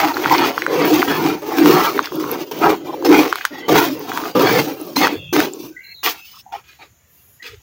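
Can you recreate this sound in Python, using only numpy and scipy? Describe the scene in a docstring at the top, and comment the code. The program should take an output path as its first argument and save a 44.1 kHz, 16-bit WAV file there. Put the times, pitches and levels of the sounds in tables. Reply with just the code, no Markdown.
"""An open yard: a shovel scrapes wet, gritty concrete over a steel tray, above a faint wash of air.
Filtered noise and grains, levelled stroke by stroke, make the tray boom, the blade rasp and the sand hiss.
Loose stones knock and chips tick as short damped tones; the edge clangs in pairs of beating tones.
Gliding narrow noise bands ring, scuff, hum and squeal."""
import sys
import numpy as np
from scipy import signal
from scipy.fft import rfft, irfft, next_fast_len
from scipy.io import wavfile
from scipy.ndimage import uniform_filter1d, map_coordinates

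SR = 44100
rng = np.random.default_rng(int(sys.argv[2]) if len(sys.argv) > 2 else 0)


def unload_wav(signal):
    """Save mono or channel-first audio to the path in sys.argv[1] as 16-bit WAV at rate SR, clipped to [-1, 1]."""
    wavfile.write(
        sys.argv[1],
        SR,
        np.round(np.clip(np.atleast_2d(signal).T, -1, 1) * 32767).astype(np.int16),
    )


N = 336042  # samples
TOP_HZ = 15800  # band limit

# Yard spectrum. Each row: frequency in Hz, relative level in dB.
YARD_SPECTRUM = [(25, -31), (70, 4), (150, -3.5), (300, -13), (1000, -18), (2000, -16), (5000, -26),
                 (7000, -9), (7600, -32), (12000, -22), (15300, -18), (16400, -21.5)]
YARD_RMS_DB = -56

# Narrow moving bands. Each row: start in s, end in s, start in Hz, end in Hz, width in Hz,
# rms in dB before the swell and fade.
WARBLE_BANDS = [(0.301, 0.363, 936, 974, 141, -11.5), (1.639, 1.944, 1201, 1230, 178, -20.5),
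                (2.112, 2.435, 1150, 1200, 246, -36), (2.856, 2.919, 884, 895, 216, -30),
                (2.927, 2.951, 860, 790, 248, -25.5), (3.105, 3.239, 2240, 2380, 200, -23),
                (3.507, 3.677, 1834, 2060, 80, -37), (3.595, 3.694, 3050, 3070, 80, -42),
                (5.104, 5.403, 127.2, 134.7, 41, -38), (5.508, 5.74, 351, 341, 35, -38),
                (5.086, 5.368, 3480, 3320, 189, -41.5), (5.147, 5.369, 2735, 2630, 130, -41.5),
                (5.69, 5.957, 1484, 1670, 69, -52.5), (5.752, 5.829, 1990, 2150, 110, -38),
                (5.801, 5.954, 2153, 2140, 219, -44), (5.796, 5.96, 2760, 2670, 99.8, -53),
                (5.827, 5.983, 4110, 4270, 120, -42), (5.945, 6.044, 4000, 3860, 305, -43.5),
                (6.132, 6.282, 2670, 2640, 99, -45), (6.34, 6.434, 5480, 5260, 253, -55),
                (6.327, 6.389, 1180, 1180, 203, -47), (6.453, 6.52, 830, 825, 117, -43.5),
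                (6.514, 6.569, 820, 790, 98, -26.5), (6.532, 6.6, 443, 444, 80, -48),
                (6.785, 6.857, 840, 808, 120.6, -46), (7.051, 7.423, 14600, 13040, 3540, -53.5),
                (5.8, 6.018, 14650, 14800, 1500, -53.5), (7.395, 7.44, 1860, 2010, 80.6, -38.5),
                (7.425, 7.574, 448, 447, 61, -46), (7.486, 7.62, 86, 86, 30.3, -46.5)]
SOFT_ENDS = 0.46  # share of a warble spent swelling and fading

# Ringing modes of the edge. Each row: frequency in Hz, t60 in s.
EDGE_MODES = [(4130, .12), (5220, 0.15), (6110, 0.16)]
# Edge striking steel. Each row: start in s, then the level in dB of each edge mode's first tone.
EDGE_STRIKES = [(3.049, -36, -22, -30.5), (4.962, -16, -27, -27.5), (5.328, -35.5, -42.5, -26.5)]

# Chips ticking. Each row: start in s, peak in dB, pitch in Hz.
CHIP_TICKS = [(0.1422, -19, 4150), (0.339, -12.5, 5400), (0.824, -18, 4770), (0.8545, -7.5, 15120),
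              (1.5299, -24, 15530), (2.0278, -25.5, 6300), (2.156, -20.5, 12830), (2.228, -21.5, 15640),
              (2.3151, -6.5, 12470), (3.9943, -18, 15200), (4.75, -33, 12500), (4.814, -21.5, 11000),
              (4.868, -25, 12500), (5.3976, -8.5, 15000), (5.5354, -20.5, 7350), (7.429, -31, 4040)]
# Stones knocking. Each row: start in s, tone peak in dB before the rattle, pitch in Hz,
# crack in dB relative to the tone peak.
STONE_KNOCKS = [(0.169, -4.5, 1300, -23), (0.245, -7.5, 2180, -23.5), (0.259, 2.5, 1320, -32.5),
                (0.298, -7.5, 2030, -6), (0.382, -3, 4600, -11.5), (0.579, -0.5, 1240, -50),
                (0.621, -3.5, 1850, -12), (0.665, 0.5, 1440, -15), (1.02, -2, 2024, -23),
                (1.028, 3, 1260, -16.5), (1.659, -0.5, 1110, -1), (1.978, -9, 1685, -33.5),
                (1.992, 6, 1186, -27), (2.058, -9.5, 4840, -8), (2.072, -14.5, 1380, -14.5),
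                (2.121, -15, 1030, -22.5), (2.241, -12, 1175, -19), (2.296, -15.5, 1050, -22.5),
                (3.025, -13.5, 850, -10), (3.3235, -18.5, 1406, -25.5), (3.327, 3, 1282, -11),
                (3.357, -8, 1203, 2), (3.386, -16.5, 1460, -31.5), (3.41, -15, 1600, -28.5),
                (3.4125, -13, 1700, -25.5), (3.445, -17.5, 1080, -23.5), (3.452, 3, 1480, 2),
                (4.118, -8.5, 1360, -20), (4.175, -6, 1250, -5), (4.202, -13, 1140, -22.5),
                (4.238, -13, 1270, -18.5), (4.255, -16.5, 1175, -11), (4.968, -1.5, 903, -2.5),
                (5.071, 0, 1353, -7.5), (5.403, -0.5, 1470, -0.5), (6.062, -6.5, 2270, -8.5),
                (6.077, -9.5, 2300, -15.5)]

# Tray response. Each row: frequency in Hz, relative level in dB.
TRAY_SPECTRUM = [(24, -71.5), (40, -44.5), (150, -11), (221, -13.5), (305, 5), (383, -1), (425, -1),
                 (540, -9.5), (620, -12), (810, -54.5), (1360, -120)]
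# Blade modes. Each row: frequency in Hz, width in Hz, relative level in dB.
BLADE_MODES = [(761, 25, 4), (929, 24, 4), (1980, 190, -5), (2430, 240, -4.5), (3340, 40, -5),
               (4393, 53, -5.5), (5015, 620, -15.5), (6200, 83, -20), (6380, 170, -15.5)]
# Blade response between its modes. Each row: frequency in Hz, relative level in dB.
RASP_SPECTRUM = [(500, -38), (700, 3.5), (1200, 0), (2500, -9), (4000, -14), (7000, -56.5)]
# Sand spectrum. Each row: frequency in Hz, relative level in dB.
SAND_SPECTRUM = [(1470, -39), (2500, -3), (4100, -4), (5990, -3.5), (8080, -17.5), (10500, -17),
                 (13600, -8.5), (15200, 2), (16000, -5.5), (16400, -30)]

# Pushes and drags of the edge. Each row: bite in s, swell in s, hold in s, fade in dB per s (before
# the shares below), bite under the top in dB (likewise), top levels of tray boom, blade rasp and
# sand hiss in dB, blade's upper modes in dB.
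STROKES_TABLE = [(0.0, 0.0063, 0.034, 135, -17.5, -18, -13, -27, -6),
                 (0.134, 0.19, 0.13, 197.5, 15.5, -15, -14, -25.5, -1.5),
                 (0.555, 0.044, 0.15, 197, 7.5, -30.5, -35.5, -42, 3.5),
                 (0.676, 0.17, 0.02, 202.5, 10.5, -13, -16, -31, -2.5),
                 (0.873, 0.062, 0.063, 153, 5, -16.5, -16, -23, -1.5),
                 (1.075, 0.12, 0.11, 222.5, -2.5, -17.5, -21, -31.5, -1),
                 (1.417, 0.13, 0.11, 203.5, 13.5, -17.5, -19.5, -28.5, -4),
                 (1.611, 0.081, 0.17, 141.5, 19, -11, -14.5, -23.5, -2),
                 (2.024, 0.019, 0.02, 302, 5.5, -41, -30.5, -39, 6.5),
                 (2.111, 0.012, 0.033, 201.5, 4, -22, -35, -38, -11.5),
                 (2.196, 0.06, 0.15, 244.5, 1.5, -21, -28, -36, -6.5),
                 (2.511, 0.014, 0.084, 295.5, -2, -24, -30.5, -36.5, -5.5),
                 (2.611, 0.044, 0.044, 293, 13, -10, -9.5, -28.5, -9),
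                 (2.79, 0.057, 0.24, 248, 9.5, -27, -38.5, -46, -5),
                 (3.045, 0.0081, 0.015, 249.5, 2.5, -17, -19, -26.5, -1),
                 (3.085, 0.064, 0.045, 226.5, 11.5, -12, -12.5, -22, -2.5),
                 (3.272, 0.02, 0.15, 149, 0.5, -53, -38.5, -41, 9),
                 (3.504, 0.047, 0.21, 305, 12, -31.5, -36.5, -49, 0),
                 (3.68, 0.047, 0.092, 196, 8, -10.5, -11.5, -22, -2),
                 (3.946, 0.24, 0.091, 241, 10.5, -26.5, -25.5, -33, -6),
                 (4.349, 0.0097, 0.01, 251, 2, -7, -14, -27.5, -5.5),
                 (4.391, 0.054, 0.15, 287, 2.5, -9.5, -13.5, -23.5, -2),
                 (4.673, 0.011, 0.017, 151.5, -1, -26.5, -27.5, -37, -6),
                 (4.793, 0.018, 0.19, 289.5, 3.5, -30.5, -39.5, -40, -14.5),
                 (4.956, 0.014, 0.016, 301, 4.5, -17.5, -20, -23, 3),
                 (5.003, 0.023, 0.025, 251, 9.5, -11, -11, -25.5, 0.5),
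                 (5.326, 0.0097, 0.01, 248, 6, -11.5, -22, -25.5, 1),
                 (5.361, 0.039, 0.013, 280.5, 5.5, -11, -15, -24.5, 1),
                 (5.505, 0.011, 0.15, 285, -2.5, -36, -46.5, -43, -20.5),
                 (6.03, 0.037, 0.017, 337.5, 8, -30.5, -19, -21.5, 4.5),
                 (6.16, 0.17, 0.084, 2499.5, 8.5, -76, -61, -44.5, 8),
                 (6.521, 0.022, 0.026, 401, -5.5, -55, -35.5, -52, 0),
                 (6.637, 0.05, 0.034, 242, 11, -68, -55, -53.5, 26),
                 (6.785, 0.035, 0.0093, 401, 17.5, -49, -44, -53.5, 12.5),
                 (7.123, 0.059, 0.022, 75, 12.5, -73, -70, -59.5, 6),
                 (7.422, 0.033, 0.014, 248.5, 5.5, -56.5, -41.5, -45, 34.5)]
BITE_S = 0.0033
# Share of the swell followed. Entries: tray, blade, sand.
SWELL_SHARES = [0.62, 0.99, 0.96]
# Share of the stroke's fade followed. Entries: tray, blade, sand.
FADE_SHARES = [0.76, 0.99, 0.69]


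def amp(db):
    """Gain of a level in dB."""
    return 10 ** (np.asarray(db) / 20)


def unit(x):
    """x at rms 1."""
    return x / np.sqrt(np.mean(x ** 2) + 1e-20)


def shape(points):
    """Gain of (Hz, dB) points joined on a log axis."""
    points_hz, points_db = np.transpose(points)
    return lambda hz: amp(np.interp(np.log(hz + 1), np.log(points_hz + 1), points_db))


def filtered(x, response):
    """x times a complex response of frequency."""
    size = next_fast_len(N + 8192)
    spectrum = rfft(x, size) * response(np.fft.rfftfreq(size, 1 / SR))
    return irfft(spectrum, size)[..., :N]


def wobble(knots_per_s):
    """A smooth random curve through random knots."""
    knots = rng.standard_normal(int(N * knots_per_s / SR) + 4)
    return map_coordinates(knots, [np.arange(N) * knots_per_s / SR])


def sparse(rate_per_s):
    """Random impulses at random times."""
    return (rng.random(N) < rate_per_s / SR) * rng.standard_normal(N)


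def grit(grains_per_s, spread_db, grain_share, patchy_db, linger_s):
    """White excitation: noise whose narrow bands linger, plus a power share of single grains breaking."""
    stft = signal.stft(rng.standard_normal(N), nperseg=1024, noverlap=896)[2]
    patches = uniform_filter1d(rng.standard_normal(stft.shape), size=2, axis=0)
    patches = uniform_filter1d(patches, max(round(linger_s * SR / 128), 1), 1)
    patch_gain = amp(patchy_db * np.clip(unit(patches), -2, 2))
    noise = signal.istft(stft * patch_gain, nperseg=1024, noverlap=896)[1][:N]
    grains = sparse(grains_per_s) * amp(spread_db * np.clip(rng.standard_normal(N), -2, 2))
    return np.sqrt(1 - grain_share) * unit(noise) + np.sqrt(grain_share) * unit(grains)


def yard():
    """Faint wash of air and distance: shaped, slightly patchy noise."""
    wash = grit(300, 3, 0, 3, linger_s=0.1)
    return amp(YARD_RMS_DB) * unit(filtered(wash, shape(YARD_SPECTRUM)))


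def warbles():
    """Narrow bands of noise with soft skirts that glide, swell and fade."""
    out = np.zeros(N)
    for start_s, end_s, from_hz, to_hz, width_hz, rms_db in WARBLE_BANDS:
        a, n = round(start_s * SR), round((end_s - start_s) * SR)
        skirt = 1 + (np.fft.rfftfreq(n, 1 / SR) / width_hz) ** 6
        slow = irfft(rfft(rng.standard_normal((2, n))) / skirt, n)
        phase = 2 * np.pi * np.cumsum(np.linspace(from_hz, to_hz, n)) / SR
        band = slow[0] * np.cos(phase) + slow[1] * np.sin(phase)
        out[a:a + n] += amp(rms_db) * unit(band) * signal.windows.tukey(n, SOFT_ENDS)
    return out


def clangs():
    """The edge rings as it lands, each mode a close pair that beats."""
    out, t = np.zeros(N + SR), np.arange(SR // 4) / SR
    onset = 1 - np.exp(-t / 0.00076)
    for start_s, *levels_db in EDGE_STRIKES:
        for (hz, t60_s), db in zip(EDGE_MODES, levels_db):
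            twin_hz = hz + rng.normal(0, 76)
            pair = np.sin(2 * np.pi * hz * t) + 0.68 * np.sin(2 * np.pi * twin_hz * t)
            out[round(start_s * SR):][:len(t)] += amp(db - 60 * t / t60_s) * pair * onset
    return out[:N]


def knocks(rows, decay_cycles, rise_cycles):
    """Each knock is a damped tone, with a brief noise crack where the row gives one.

    Time constants are the given cycles over the pitch; rise and decay both are exponential.
    """
    out, t = np.zeros(N + SR), np.arange(SR // 50) / SR
    crack_fade = amp(-60 * t / 0.004)  # t60 4 ms
    for start_s, peak_db, hz, *crack_db in rows:
        envelope = np.exp(-t * hz / decay_cycles) * (1 - np.exp(-t * hz / rise_cycles))
        tone = np.sin(2 * np.pi * hz * t) * envelope
        sound = tone / np.abs(tone).max()
        for db in crack_db:
            crack = crack_fade * rng.standard_normal(len(t))
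            # fixed crack energy
            sound = sound + amp(db) * crack * np.linalg.norm(crack_fade) / np.linalg.norm(crack)
        out[round(start_s * SR):][:len(t)] += amp(peak_db) * sound
    return out[:N]


def rattle(x):
    """A knock returns off the ground, then scatters among the steel; little bass, dull around 9 kHz."""
    t = np.arange(SR // 10) / SR
    tail = unit(rng.standard_normal(len(t)) * amp(-60 * t / 0.064)) / np.sqrt(len(t))  # t60 64 ms
    echo = np.pad(x, (round(0.002 * SR), 0))[:N]
    scatter = signal.fftconvolve(echo, tail)[:N]
    heard = x + amp(-13) * echo + amp(-14) * scatter

    def tint(hz):
        """Bass cut, and a treble that falls and then returns toward the band limit."""
        bass_cut = hz ** 2 / (hz ** 2 + 550 ** 2)
        return bass_cut * np.sqrt(1 / (1 + (hz / 6000) ** 6) + 0.34 * (hz / TOP_HZ) ** 8)

    return filtered(heard, tint)


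def blade(hz):
    """Blade response: resonant modes of alternating sign, power-summed with a broad response."""
    modes = 0
    for k, (mode_hz, width_hz, db) in enumerate(BLADE_MODES):
        damping = 1j * hz * width_hz
        modes = modes + (-1) ** k * amp(db) * damping / (mode_hz ** 2 - hz ** 2 + damping)
    return np.sqrt(np.abs(modes) ** 2 + shape(RASP_SPECTRUM)(hz) ** 2)


def stroke_levels():
    """Every stroke bites, swells, holds and fades; overlapping strokes add their power."""
    t = np.arange(N) / SR
    power, upper = np.full((3, N), 1e-9), np.zeros(N)
    for start_s, swell_s, hold_s, fade_db_per_s, under_db, *tops_db, upper_db in STROKES_TABLE:
        a = round(start_s * SR)
        u = t[:min(N - a, SR)]
        rise_db = under_db * np.clip(1 - u / max(swell_s, BITE_S), 0, 1)
        fall_db = fade_db_per_s * np.clip(u - swell_s - hold_s, 0, None)
        drop_db = np.outer(SWELL_SHARES, rise_db) + np.outer(FADE_SHARES, fall_db)
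        bite = np.clip(u / BITE_S, 0, 1)
        part = (amp(np.c_[tops_db] - drop_db) * bite) ** 2
        power[:, a:a + SR] += part
        upper[a:a + SR] += upper_db * part[1]
    boom_db, rasp_db, hiss_db = 10 * np.log10(power)
    return boom_db, rasp_db, hiss_db, upper / power[1]  # upper: mean weighted by blade power


def shovel():
    """The edge judders over the grit, which shakes tray, blade and sand together."""
    boom_db, rasp_db, hiss_db, upper_db = stroke_levels()
    upper = amp(upper_db)
    judder, catch = wobble(30), wobble(75)

    tray_grit = grit(200, 2.1, 0.091, 6.0, linger_s=0.09)
    boom = amp(1.7 * judder + 0.96 * wobble(21)) * filtered(tray_grit, shape(TRAY_SPECTRUM))

    # a light touch leaves patchier noise than a heavy one
    heavy = np.clip((hiss_db + 45.0) / 14, 0, 1)
    light = grit(300, 3, 0.03, 8, linger_s=0.16)
    # pebbles snap under the edge, in blade and sand at once
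    snaps = heavy * unit(sparse(90) * amp(2.6 * judder))

    blade_grit = np.sqrt((1 + heavy) / 2) * grit(800, 6, 0.16, 6.8, linger_s=0.06)
    blade_grit = blade_grit + np.sqrt((1 - heavy) / 2) * light + 0.35 * snaps
    rasp = filtered(blade_grit, blade)
    low = filtered(rasp, lambda hz: 1 / (1 + (hz / 1500) ** 6))
    balanced = (low + upper * (rasp - low)) / np.sqrt(2.5 + 0.081 * upper ** 2)
    rasp = amp(1.75 * judder + 1.4 * catch) * balanced

    sand = np.sqrt(heavy) * grit(3500, 5.2, 0.4, 6.5, linger_s=0.06)
    sand = sand + np.sqrt(1 - heavy) * light + 0.17 * snaps
    hiss_gain = amp(1.0 * judder + 1.0 * catch + 2.3 * wobble(40))
    hiss = hiss_gain * filtered(sand, shape(SAND_SPECTRUM))
    return amp(boom_db) * unit(boom) + amp(rasp_db) * unit(rasp) + amp(hiss_db) * unit(hiss)


def scene():
    """All sources, at one microphone."""
    stones = rattle(knocks(STONE_KNOCKS, decay_cycles=0.7, rise_cycles=2))
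    chips = knocks(CHIP_TICKS, decay_cycles=7, rise_cycles=2)
    return (yard() + warbles() + clangs() + chips + stones + shovel())[None]


def record(dry):
    """The loudest peaks bend toward 0.95; nothing passes above the band limit."""
    bent = dry / (1 + np.abs(dry / 0.95) ** 5) ** (1 / 5)
    return filtered(bent, lambda hz: hz < TOP_HZ)


dry = scene()
out = record(dry)
unload_wav(out)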